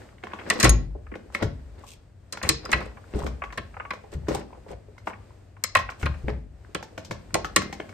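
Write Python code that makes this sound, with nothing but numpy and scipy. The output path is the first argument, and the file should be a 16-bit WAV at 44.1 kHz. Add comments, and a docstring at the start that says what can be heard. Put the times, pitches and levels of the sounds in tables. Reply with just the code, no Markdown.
"""A farm jack is worked against a beam in an old timber barn, close to the microphone.
Over a low drone and the stir of clothes, knocks, rattle and clacks lead into hard steel blows and a thump on the
planks within the first second; a pin pings. Later come a second, shorter ping, more clacks, creaking timber and
scuffs, a hum that swells midway, more blows and the last clanks. Steel and wood are shaped noise bursts with
dying sines, rubbing is grainy noise, the floor is sines and low noise, and the barn adds a short noise tail."""
import sys
import numpy as np
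from scipy import signal
from scipy.fft import irfft
from scipy.io import wavfile
from scipy.ndimage import uniform_filter1d

SR = 44100
rng = np.random.default_rng(int(sys.argv[2]) if len(sys.argv) > 2 else 0)


def persist_wave(psi):
    """Save psi, clipped to +-1, as 16-bit WAV."""
    counts = np.round(np.clip(psi, -1, 1) * 32767).astype(np.int16)
    wavfile.write(sys.argv[1], SR, np.atleast_2d(counts).T)


N = 349713  # length in samples


def amp(db):
    """Decibels to amplitude."""
    return np.exp(np.asarray(db) * np.log(10) / 20)


def evened(x):
    """Scales a sound to an RMS of 1."""
    return x / np.sqrt(np.mean(x ** 2) + 1e-20)


def read(points, hz):
    """Reads a curve of (Hz, value) points along a logarithmic pitch axis."""
    f, value = np.transpose(points)
    return np.interp(np.log(hz + 1), np.log(f + 1), value)


def glide(points, t):
    """Reads a curve of (seconds, value) points over time."""
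    return np.interp(t, *np.transpose(points))


def swell_in(t, rise_s):
    """A soft onset that closes in on full level."""
    return 1 - np.exp(-t / rise_s)


def add(mix, s, sound):
    """Lays a sound into the mix from second s, cut off at the end of the mix."""
    part = mix[:, max(round(s * SR), 0):][:, :sound.shape[-1]]
    part += sound[..., :part.shape[1]]


def bandpass(x, lo_hz, hi_hz, order=3):
    """Keeps the band between two frequencies."""
    edges = [lo_hz, min(hi_hz, SR / 2 - 1)]
    return signal.sosfilt(signal.butter(order, edges, "band", fs=SR, output="sos"), x)


def colour(x, points):
    """Causal filter with the given spectrum, so that attacks stay sharp."""
    hz = abs(np.fft.fftfreq(4096, 1 / SR))
    log_gain = np.log(amp(read(points, hz)))
    taps = np.fft.ifft(np.exp(np.conj(signal.hilbert(log_gain)))).real
    return signal.oaconvolve(x, taps[None, :len(hz) // 2], axes=1)[:, :N]


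# How alike left and right are. Each row: frequency in Hz, likeness (1 is identical).
LIKENESS = [(60, 0.94), (150, 1), (500, 0.24), (1100, 0.44), (2200, 0.41), (4000, .15), (8000, 0.13),
            (13000, 0.29)]


def noise(size, spectrum=((1, 0), (2, 0))):
    """Two channels of noise, nearly alike in the bass and looser above; flat unless given a spectrum."""
    hz = np.fft.rfftfreq(size, 1 / SR)
    mid, side = np.exp(2j * np.pi * rng.random((2, len(hz))))
    same = np.clip(read(LIKENESS, hz), -1, 1)
    mid, side = mid * np.sqrt(1 + same), side * np.sqrt(1 - same)
    return evened(irfft(np.array([mid + side, mid - side]) * amp(read(spectrum, hz)), size))


def ring(modes, t):
    """Dying sines from (Hz, dB, t60 s); the less alike the channels at a pitch, the wider their phases part."""
    def mode(hz):
        angle = np.arccos(np.clip(read(LIKENESS, hz), -1, 1))
        apart = angle * np.array([[.5], [-.5]]) * rng.choice([-1, 1])
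        return np.sin(2 * np.pi * (hz * t + rng.random()) + apart)
    return sum(amp(db - 60 * t / t60) * mode(hz) for hz, db, t60 in modes)


def centred(x, side_db):
    """Sets the level of the left-right difference: below 0 dB draws in, above 0 dB widens."""
    mid = x.mean(0)
    return mid + amp(side_db) * (x - mid)


# Low, middle, high and top band of a blow. Each row: lower edge in Hz, upper edge in Hz.
BAND_EDGES = [(180, 700), (700, 3000), (3000, 9000), (9000, 14300)]


def blows(rows, band_db, band_decay, band_rise_s, band_side_db):
    """Each contact is a chatter of tiny collisions in four bands, each with its own swell, decay and width."""
    out, t = np.zeros((2, N)), np.arange(8192) / SR
    bands = [signal.butter(3, edges, "band", fs=SR, output="sos") for edges in BAND_EDGES]
    for s, db, low_db, high_db, top_db, t60 in rows:
        unevenness = evened(uniform_filter1d(rng.standard_normal(len(t)), size=40))
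        chatter = noise(len(t)) * amp(1.4 * unevenness)
        levels_db = np.add([low_db, 0, high_db, top_db], band_db)
        for band, level_db, decay, rise, side_db in zip(bands, levels_db, band_decay, band_rise_s, band_side_db):
            fade = amp(-60 * t / max(t60 * decay, 1 / SR))
            shape = fade * (1 - np.exp(-(t / rise) ** 2)) + 1e-9
            crack = evened(signal.sosfilt(band, centred(chatter, side_db) * shape))
            crack = crack * np.sqrt(np.mean(shape ** 2)) / shape.max()  # a longer shape carries more energy
            add(out, s, amp(db + level_db) * crack)
    return out


def tick(note_hz):
    """One dry, woody contact: a short noise burst around its own note, with a peak of 1."""
    t = np.arange(2048) / SR
    burst = noise(len(t)) * amp(-60 * t / 0.016) * swell_in(t, 0.00053)
    contact = bandpass(burst, .6 * note_hz, 1.5 * note_hz)
    return contact / abs(contact).max()


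# The faint hum before its swell. Each row: pitch in Hz, level in dB.
HUM = [(97, -53.5)]
# The hum grows louder. Each row: time in seconds, gain in dB.
HUM_SWELL = [(4.4, -6.5), (5.4, 4)]
# Spectrum of the drone. Each row: frequency in Hz, relative level in dB.
DRONE = [(12, -27.5), (25, -12), (40, -8.5), (55, -2), (75, 0), (100, 1), (150, -13.5), (250, -20),
         (500, -32.5), (900, -70.5)]
DRONE_DB = -51.5


def rumble():
    """The low drone of the building as bass noise, with a faint sine hum in it."""
    t = np.arange(N) / SR
    hum = sum(amp(db) * np.sin(2 * np.pi * hz * t) for hz, db in HUM)
    return amp(glide(HUM_SWELL, t)) * hum + amp(DRONE_DB) * noise(N, DRONE)


# The light stir of clothes and straw. Each row: time in seconds, level in dB.
STIR = [(0, -48), (.18, -59), (.4, -50), (0.951, -63), (1.2, -57.5), (1.85, -57.5), (2.15, -64.5),
        (2.451, -56.5), (3.05, -54.5), (4.6, -57), (4.85, -60.5), (5.3, -56.5), (5.55, -62), (6.201, -51.5),
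        (6.48, -64.5), (6.649, -57.5), (7.93, -51.5)]
# Spectrum of rubbing soles. Each row: frequency in Hz, relative level in dB.
SCRAPE = [(100, -20.5), (200, -1.5), (320, -2.5), (600, -2.5), (950, -12.5), (1900, -15), (3200, -26.5),
          (5000, -25), (9000, -67.5)]
# Spectrum of cloth. Each row: frequency in Hz, relative level in dB.
SWISH = [(1400, -30), (2500, 2), (4500, -4), (8600, -0.5), (9700, -11.5), (10700, -30), (12000, -8),
         (13800, -17.5), (15500, -44.5)]
STIR_HISS_DB = -13  # cloth hiss against the stir


def stir():
    """A soft, smooth noise rustle between the strokes, with the hiss of cloth riding on it."""
    level = amp(glide(STIR, np.arange(N) / SR))
    return level * (noise(N, SCRAPE) + amp(STIR_HISS_DB) * noise(N, SWISH))


TICKS_PER_S, TICK_DB = 8.3, 9  # how often, and how far the smallest tick's peak stands above the stir


def stray_ticks(note_hz, spread, size_db):
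    """Sparse, faint ticks of grit and gear at random moments, growing with the stir."""
    out = np.zeros((2, N))
    for when, size, pitch in rng.random((round(TICKS_PER_S * N / SR), 3)):
        s = when * N / SR
        db = glide(STIR, s) + TICK_DB + size_db * size
        add(out, s, amp(db) * tick(note_hz * np.exp(spread * (2 * pitch - 1))))
    return out


# Loose parts and timber knocking.
# Each row: start in seconds, level in dB, note in Hz, high band in dB against the middle band before band trims.
KNOCKS = [(0.236, -23, 732, -18.5), (0.268, -28.5, 1060, -19), (0.333, -22, 1117, -21),
          (0.65, -5.5, 1760, -12.5), (0.668, -13, 1150, -12.5), (1.153, -29, 472, -15.5),
          (1.424, -19.5, 1580, -6.5), (2.371, -24.5, 1400, -11.5), (2.448, -34, 304, -25),
          (2.5, -35.5, 330, -20.5), (3.136, -32, 290, -24), (3.264, -21.5, 635, -10),
          (3.437, -25, 1105, -18), (3.524, -31.5, 1010, -7.5), (3.934, -28, 630, -12),
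          (4.283, -25, 314, -2.5), (4.979, -37.5, 2080, -10), (5.07, -23.5, 789, -16),
          (5.788, -18.5, 1913, -10), (5.9, -30, 1120, -5.5), (6.028, -21, 1430, -14),
          (6.281, -19.5, 421, -25.5), (6.293, -27.5, 877, -17.5), (6.826, -28, 870, -6),
          (6.977, -23.5, 649, -10), (7.047, -41.5, 895, 8), (7.109, -19.5, 601, -8),
          (7.445, -17.5, 1290, -10.5), (7.618, -21, 1590, -8), (7.726, -23.5, 800, -6.5),
          (7.799, -21.5, 628, -21), (7.891, -34, 1160, -10)]
# Spectrum of knocked timber. Each row: frequency in Hz, relative level in dB.
TIMBER = [(200, 6.5), (450, 6), (750, 4.5), (1200, 0), (2000, -0.5), (3000, -6), (6000, -6), (9500, -16.5),
          (10500, -23), (13000, 3.5), (15000, -7.5)]
KNOCK_T60_S = 0.034  # base decay, scaled per band and per note
# bigger, lower parts have more body: dB for a 1 kHz part before the band trim, and dB per octave of its note
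KNOCK_BODY_DB, KNOCK_BODY_DB_PER_OCTAVE = -14, -8.5
KNOCK_NOTE_DB = -9.5  # a part's own note against its knock


def knocks():
    """Lighter contacts, damped by the wood; each loose part has its own short note, the low ones lasting longer."""
    rows = []
    for s, db, hz, high_db in KNOCKS:
        body_db = KNOCK_BODY_DB + KNOCK_BODY_DB_PER_OCTAVE * np.log2(hz / 1000)
        rows.append((s, db, body_db, high_db, high_db - 22.5, KNOCK_T60_S))
    contacts = blows(rows, band_db=[-5.5, -6.5, -2.5, -8.5], band_decay=[1.5, 0.45, 2.6, .3],
                     band_rise_s=[0.00067, 0.0021, 0.0005, 0.001], band_side_db=[-4.0, -1.5, -1.7, 0.9])
    out = colour(contacts, TIMBER)
    t = np.arange(4096) / SR
    for s, db, hz, _ in KNOCKS:
        note_t60 = 1.8 * KNOCK_T60_S * (hz / 1000) ** -.4
        note = ring([(hz, db + KNOCK_NOTE_DB, note_t60)], t)
        add(out, s, note * swell_in(t, 0.00047))
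    return out


# Loose parts chattering while they move.
# Each row: start in seconds, end in seconds, base level in dB, typical note in Hz.
RATTLES = [(0.301, 0.604, -40.5, 1440), (1.362, 1.419, -43, 1420), (2.407, 2.543, -45, 1680),
           (2.74, 2.836, -50, 1170), (2.845, 3.002, -49, 970), (3.137, 3.296, -35.5, 605),
           (4.3, 4.367, -22, 570)]


def rattle(contacts_per_s, size_db, spread):
    """Small contacts of uneven size and pitch at random moments while loose parts move."""
    out = np.zeros((2, N))
    for start, end, base_db, hz in RATTLES:
        for when, size, pitch in rng.random((round(abs(end - start) * contacts_per_s), 3)):
            db = base_db + 2.5 + size_db * (2 * size - 1)
            contact = tick(hz * np.exp(spread * (2 * pitch - 1)))
            add(out, start + when * (end - start), amp(db) * contact)
    return out


# Slack in the handle's pivots clacking over. 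Each row: start in seconds, level in dB, strongest pitch in Hz.
CLACKS = [(0.317, -38, 1700), (0.387, -33, 1500), (0.413, -35, 1300), (1.066, -42.5, 1253),
          (1.116, -37, 1490), (1.139, -34, 1710), (2.35, -37, 1750), (2.415, -29.5, 1500),
          (2.449, -25, 2100), (2.463, -27, 1670), (2.731, -12, 1950), (2.811, -29, 990),
          (2.97, -38.5, 1090), (3.419, -22.5, 1150), (3.437, -25.5, 1750), (3.503, -38, 1710),
          (3.528, -35, 1410), (3.74, -38, 1300), (3.767, -31, 815), (3.798, -23, 1240), (3.85, -30, 1085),
          (3.909, -24.5, 1180), (4.284, -26, 890), (4.41, -36.5, 2300), (5.072, -21, 760),
          (5.099, -34, 1090), (5.132, -33.5, 1730), (5.566, -44, 900), (5.639, -22.5, 2300),
          (5.753, -13, 680), (5.889, -24.5, 1300), (5.918, -34.5, 1210), (6.031, -28, 1600),
          (6.066, -23, 1230), (6.14, -36, 1710)]
# What the linkage rings with. Each row: nominal pitch in Hz, relative level in dB, t60 in seconds.
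LINK_MODES = [(750, 4.5, .035), (1120, 3, 0.1), (1390, -7, 0.035), (1770, -1, 0.045), (2340, -5, .03)]
CLACK_DB_PER_OCTAVE = -7.5  # modes fall away from a clack's strongest pitch
# the rough scrunch of the rusty faces as they meet: noise level before its band filter, and its decay
SCRUNCH_DB, SCRUNCH_T60_S = 1.5, 0.04


def clacks():
    """Play in the pivots closes with a dull, hollow clack: a rough scrunch over a few short modes."""
    out, t = np.zeros((2, N)), np.arange(6144) / SR
    for s, db, strongest_hz in CLACKS:
        hump = [(hz, CLACK_DB_PER_OCTAVE * abs(np.log2(hz / strongest_hz))) for hz in (100, strongest_hz, 10000)]
        # each clack's modes are detuned a little at random
        modes = [(hz * (1 + rng.uniform(-0.0988, 0.13)), mode_db + read(hump, hz), t60)
                 for hz, mode_db, t60 in LINK_MODES]
        grating = noise(len(t), hump) * amp(SCRUNCH_DB - 60 * t / SCRUNCH_T60_S)
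        scrunch = bandpass(grating, 470, 2700, order=7)
        add(out, s, amp(db) * (scrunch + amp(-9) * ring(modes, t)) * swell_in(t, 0.0019))
    return out


def friction(spectrum, grains_per_s, grain_db):
    """Fine hiss with tiny slips of uneven size scattered through it."""
    sizes = amp(3.1 * np.minimum(rng.exponential(1, N), 4))
    slips = (rng.random(N) < grains_per_s / SR) * sizes
    grip = signal.lfilter([1], [1, -np.exp(-1 / (0.003 * SR))], slips)  # each slip fades over 3 ms
    return evened(colour(noise(N) * (1 + amp(grain_db) * evened(grip)), spectrum))


# Soles, cloth and carriage sliding.
# Each row: middle in seconds, scrape in dB before a common trim, swish in dB against it, length in seconds.
SCUFFS = [(0.383, -31, -31, 0.16), (0.514, -13.5, -19, 0.095), (0.606, -14.5, -20, 0.083),
          (1.36, -21, -10, 0.054), (1.43, -12, -30, 0.047), (1.793, -32.5, -20.5, 0.072),
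          (1.901, -45, 12.5, 0.09), (2.486, -18.5, -5.5, 0.062), (2.761, -17.5, -23, 0.2),
          (3.203, -23.5, -11.5, 0.16), (4.139, -22.5, -11, 0.033), (4.341, -13.5, -11.5, 0.093),
          (4.71, -22, -14.5, 0.047), (5.089, -25, -7, 0.042), (6.014, -33, 5, 0.037),
          (6.294, -20, -30, 0.042)]


def sliding():
    """Grit under soles and carriage and the swish of heavy cloth, in strokes that swell and fade."""
    t, scrape, swish = np.arange(N) / SR, 0, 0
    for s, db, swish_db, length in SCUFFS:
        stroke = amp(db - 17.5) * np.exp(-(2 * (t - s) / length) ** 2)
        scrape = scrape + stroke
        swish = swish + amp(swish_db) * stroke
    grit = friction(SCRAPE, grains_per_s=240, grain_db=4.5)
    cloth = friction(SWISH, grains_per_s=70, grain_db=2.5)
    return scrape * grit + swish * cloth


BAR_DB, BAR_T60_S = -7.5, .034  # level against the crack, and decay at 4 kHz


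def bar(x, count=140):
    """Every crack passes through the thicket of the long steel bar's close, short modes."""
    t = np.arange(4096) / SR
    pitches = rng.uniform(900, 10000, count)
    body = ring([(hz, 0, BAR_T60_S * (hz / 4000) ** -.3) for hz in pitches], t)
    resonance = signal.oaconvolve(x, body / np.linalg.norm(body[0]), axes=1)[:, :N]
    return amp(-2) * (x + amp(BAR_DB) * resonance)


# Steel on steel. Each row: start in seconds, level in dB, body (low band) and edge (high band) in dB against
# the middle band before band trims, base t60 in seconds that each band scales.
CLANKS = [(0.5, -8, -25.5, -6.5, 0.025), (0.599, -16.5, -20, -1, 0.062), (0.628, -10, -10.5, -3, 0.045),
          (0.642, -6, -15, -6, 0.055), (1.348, -15.5, -30.5, -14, 0.0071), (2.324, -29, -8.5, 2.5, 0.043),
          (2.428, -21.5, -9, -6.5, 0.045), (2.49, -13.5, -25, 6.5, 0.026), (2.651, -32, -10, -7.5, 0.033),
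          (2.716, -18, -17.5, -4.5, 0.021), (2.728, -7.5, -23, -16.5, 0.024),
          (3.575, -18, -12.5, -16, 0.022), (3.906, -17, -16, -24, 0.0099), (5.638, -19, -21.5, 6, 0.01),
          (5.751, -2.5, -27.5, -15, 0.014), (5.767, -15.5, -22.5, -12, 0.031),
          (6.057, -16, -12, -19.5, 0.022), (6.747, -15, -9.5, -11.5, 0.012),
          (7.342, -12, -10.5, -1.5, 0.0099), (7.351, -13.5, -3, -10, 0.0048), (7.561, -4, -14.5, -3, 0.016)]
# Spectrum of struck steel. Each row: frequency in Hz, relative level in dB.
STEEL = [(200, 5.5), (340, 3.5), (600, 6.5), (850, -8), (1100, 4.5), (1450, -3), (1950, 1.5), (2800, -6),
         (4200, 2), (7000, 1.5), (9400, -0.5), (10300, -14.5), (12500, 0.5), (15000, -18)]
# What the jack rings with. Each row: pitch in Hz, level in dB, of which only the differences count.
JACK_MODES = [(339.1, -45.5), (1066, -50), (1976, -39.5), (2509, -57), (4054, -64), (4867, -77.5),
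              (6078, -60.5)]
TOP_DB, TOP_PER_EDGE = -1, 1  # a hard edge also lifts the top octave: dB before the band trim, and dB per dB of edge
REBOUND_S, REBOUND_DB = 0.013, -13.5  # slack in the linkage strikes back, harder the more body a blow has
JACK_T60_S, JACK_T60_SLOPE = .19, -.4  # decay at 1 kHz, and its power of frequency
JACK_RING_DB = -29.5  # ring against the blow, before brightness and spread
STRIKE_SPREAD_DB = 2.5  # no two blows land on the same spot: each mode's level varies by this deviation


def jack():
    """Hard blows and their rebounds, after which the bar and handle ring briefly, the high modes dying first."""
    rows = []
    for s, db, low_db, high_db, t60 in CLANKS:
        top_db = TOP_DB + TOP_PER_EDGE * high_db
        rows.append((s, db, low_db, high_db, top_db, t60))
        rows.append((s + REBOUND_S, db + REBOUND_DB + low_db, low_db, high_db, top_db, t60))
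    cracks = blows(rows, band_db=[-4.0, -6.0, -1.5, -4.0], band_decay=[4.7, 1.44, 1.1, 0.66],
                   band_rise_s=[0.0017, 0.0048, 0.00063, 0.00072], band_side_db=[-2.0, -4.5, 2.5, 3.5])
    ringing, t = np.zeros((2, N)), np.arange(12288) / SR
    loudest_db = max(db for hz, db in JACK_MODES)
    for s, db, low_db, high_db, _ in CLANKS:
        # a bright blow wakes the high modes
        brightness = [(350, low_db + 11.5), (1000, 0.0041), (2500, 0.013), (5000, high_db + 8.5)]
        modes = []
        for hz, mode_db in JACK_MODES:
            level_db = mode_db - loudest_db + read(brightness, hz) + STRIKE_SPREAD_DB * rng.standard_normal()
            modes.append((hz, level_db, JACK_T60_S * (hz / 1000) ** JACK_T60_SLOPE))
        add(ringing, s, amp(db + JACK_RING_DB) * ring(modes, t))
    return bar(colour(cracks, STEEL)) + ringing


# What the carriage rings with after a bright blow.
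# Each row: nominal pitch in Hz, relative level in dB before spread, t60 in seconds.
CARRIAGE_MODES = [(2050, -6, 0.18), (2400, -7, 0.1), (3410, -5.5, 0.14), (5040, -4, 0.15)]
CARRIAGE_RING_DB = -32  # against the blow, before its edge is added


def carriage():
    """Bright blows leave the cast housing ringing, its pitches varying a little at random from blow to blow."""
    out, t = np.zeros((2, N)), np.arange(8192) / SR
    for s, db, _, high_db, _ in CLANKS:
        modes = [(hz * (1 + rng.uniform(-0.08, 0.05)), mode_db + STRIKE_SPREAD_DB * rng.standard_normal(), t60)
                 for hz, mode_db, t60 in CARRIAGE_MODES]
        add(out, s, amp(db + high_db + CARRIAGE_RING_DB) * ring(modes, t))
    return out


# A pin snapping home without load gives a short, hollow note.
# Each row: pitch in Hz, level in dB against an unloaded blow, t60 in seconds.
SNAP_MODES = [(1960, -5, 0.02), (2170, -14, 0.051)]
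UNLOADED_BODY_DB = -21  # a blow with this little body carries no load


def snaps():
    """The less load a blow carries, the more freely the pin sounds its own note."""
    out, t = np.zeros((2, N)), np.arange(4096) / SR
    for s, db, low_db, *_ in CLANKS:
        freedom = np.clip(low_db / UNLOADED_BODY_DB, 0, 1) ** 2
        add(out, s, freedom * amp(db) * ring(SNAP_MODES, t) * swell_in(t, 0.000058))
    return out


# Weight landing on the plank floor. Each row: start in seconds, level in dB, pitch of the plank in Hz.
THUMPS = [(0.637, -9.5, 121.4), (0.646, -11.5, 55.4), (0.7, -10, 55.15), (1.421, -17, 98),
          (1.448, -20, 53.4), (2.439, -24, 73), (2.498, -25.5, 133.9), (2.736, -22, 65.5),
          (3.145, -17.5, 61.84), (3.234, -20.5, 62.7), (3.576, -29.5, 85.4), (4.149, -21, 72.6),
          (4.282, -25, 144), (4.703, -35, 59.9), (5.762, -26.5, 87.4), (6.03, -14, 73.5),
          (6.059, -29, 51.7), (6.241, -16, 63.1), (7.1, -30.5, 114), (7.335, -26, 154.3), (7.564, -28, 155),
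          (7.577, -31, 89.7)]
PLANK_T60_S = 0.51  # for a 70 Hz plank
HOLLOW_DB, HOLLOW_DB_PER_OCTAVE = -15.5, 13  # short, high planks knock more hollowly: level at 100 Hz, and slope


def floorboards():
    """A load swings one plank, low ones longest, with a hollow knock above and an uneven sway of joists below."""
    out, t = np.zeros((2, N)), np.arange(32768) / SR
    for s, db, hz in THUMPS:
        plank = amp(-5.5 - 60 * t / (PLANK_T60_S * (hz / 70) ** -.6)) * np.sin(2 * np.pi * hz * t)
        neighbours = amp(-11 - 60 * t / PLANK_T60_S) * evened(bandpass(noise(len(t)), 48, 165, order=4))
        boom = (plank + neighbours) * swell_in(t, 0.00073)
        sway = amp(-14 - 60 * t / 1.07) * evened(bandpass(noise(len(t)), 48, 68))
        cavity = evened(bandpass(noise(len(t)), 230, 460))
        hollow_db = HOLLOW_DB + HOLLOW_DB_PER_OCTAVE * np.log2(hz / 100)
        hollow = amp(hollow_db - 60 * t / (0.52 * PLANK_T60_S)) * cavity * swell_in(t, 0.002)
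        add(out, s, amp(db) * (boom + sway + hollow))
    return out


# Timber giving under the load. Each row: start in seconds, level in dB, note in Hz.
CREAKS = [(0.641, -9.5, 330), (0.95, -30.5, 453), (1.119, -27.5, 299), (1.836, -36.5, 814),
          (3.155, -22.5, 310), (3.245, -26, 319), (4.038, -36, 540), (4.284, -18, 327),
          (4.351, -25.5, 640.5), (4.526, -35.5, 696), (4.547, -44.5, 848), (4.573, -39.5, 436),
          (4.663, -34.5, 550), (4.706, -30, 544), (4.724, -34, 490), (4.884, -39.5, 422), (6.75, -25, 508),
          (7.351, -14, 606), (7.563, -27, 446), (7.575, -22.5, 256), (7.63, -27, 246)]
CREAK_T60_S = 0.068


def creaks():
    """Loaded timber slips with a small, dull crack of noise around one dying note."""
    out, t = np.zeros((2, N)), np.arange(6144) / SR
    for s, db, hz in CREAKS:
        crack = bandpass(noise(len(t)) * amp(-60 * t / CREAK_T60_S), .65 * hz, 1.5 * hz)
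        note = ring([(hz, -8, CREAK_T60_S)], t) * swell_in(t, 0.00098)
        add(out, s, amp(db) * (crack / abs(crack).max() + note))
    return out


# The climbing pin springing free. Each row: start in seconds, level in dB, share of its free ringing time.
PINGS = [(0.693, -13, 0.98), (2.491, -18.5, .3)]
# What the pin rings with. Each row: pitch in Hz at a share of 1, relative level in dB, free t60 in seconds.
PIN_MODES = [(6440, 1.5, 0.067), (6580, -18.5, 0.22), (9530, 1, 0.036), (8950, -11.5, .035),
             (7950, -6.5, 0.019)]


def pin():
    """A short, hard pin snaps and rings; a smaller share squeezes time, so the ring is shorter and higher."""
    out, t = np.zeros((2, N)), np.arange(SR // 2) / SR
    for s, db, share in PINGS:
        snap = amp(-1 - 60 * t / .03) * evened(bandpass(noise(len(t)), 2500, 11000, order=2))
        add(out, s, amp(db) * (ring(PIN_MODES, t / share) + snap) * swell_in(t, 0.00087))
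    return out


# Steel parts set ringing on one note. Each row: start in seconds, level in dB, pitch in Hz, t60 in seconds.
TINKS = [(1.349, -18, 2122, 0.021), (2.495, -24, 323, 0.13), (2.495, -31, 460, .3),
         (2.652, -27.5, 5010, 0.026), (2.66, -21, 1310, 0.016), (2.731, -14, 1961, 0.068),
         (5.638, -19.5, 12000, 0.022), (5.639, -19, 5120, 0.031), (5.639, -30.5, 2050, 0.11),
         (5.752, -19.5, 1063, 0.12), (5.751, -23, 1908, 0.14), (7.448, -25, 1297, 0.077),
         (7.562, -41.5, 2082, 0.79)]


def tinks():
    """Pins, springs, washers and the handle each sound one brief dying sine when they are jolted."""
    out, t = np.zeros((2, N)), np.arange(12288) / SR
    for s, db, hz, t60 in TINKS:
        add(out, s, ring([(hz, db, t60)], t) * swell_in(t, 0.00035))
    return out


# The barn's tail. Each row: frequency in Hz, t60 in seconds.
BARN = [(100, 0.95), (400, 0.38), (1500, 0.3), (5000, 0.33), (9000, 0.11), (14000, 0.04)]


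def barn(x):
    """A dense noise tail from the timber walls, the bass lasting longest and the top octaves dying first."""
    hz, t, z = signal.stft(noise(SR), SR, nperseg=256)
    fade = amp(-60 * t / read(BARN, hz)[:, None])
    tail = signal.istft(z * fade, SR, nperseg=256)[1]
    tail *= 1 - np.exp(-(np.arange(tail.shape[1]) / SR / 0.00067) ** 2)
    return signal.fftconvolve(x, tail / np.linalg.norm(tail[0]), axes=1)[:, :N]


def scene():
    """Jack and boots close by, the barn's tail around them, the floor booming below, all slightly to the left."""
    steel = jack() + carriage() + snaps() + tinks() + clacks()
    wood = knocks() + creaks() + rattle(contacts_per_s=71, size_db=6.5, spread=0.33)
    wood = wood + stray_ticks(note_hz=750, spread=1.0, size_db=8.0)
    ping, rubbing = pin(), sliding()
    room = barn(amp(-12.5) * steel + amp(-9.0) * wood + amp(-17.0) * ping + amp(-10.5) * rubbing)
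    near = (steel + wood + ping + room + rubbing + stir()) * amp([[.7], [-.7]])
    return near + (floorboards() + rumble()) * amp([[1.3], [-1.3]])


CUTOFF_HZ = 15200


def record(dry):
    """Peaks round off at full scale; then a low-pass sets the band limit."""
    lowpass = signal.firwin(201, CUTOFF_HZ, window=("kaiser", 9), fs=SR)
    return signal.oaconvolve(np.tanh(dry), lowpass[None], "same")


dry = scene()
out = record(dry)
persist_wave(out)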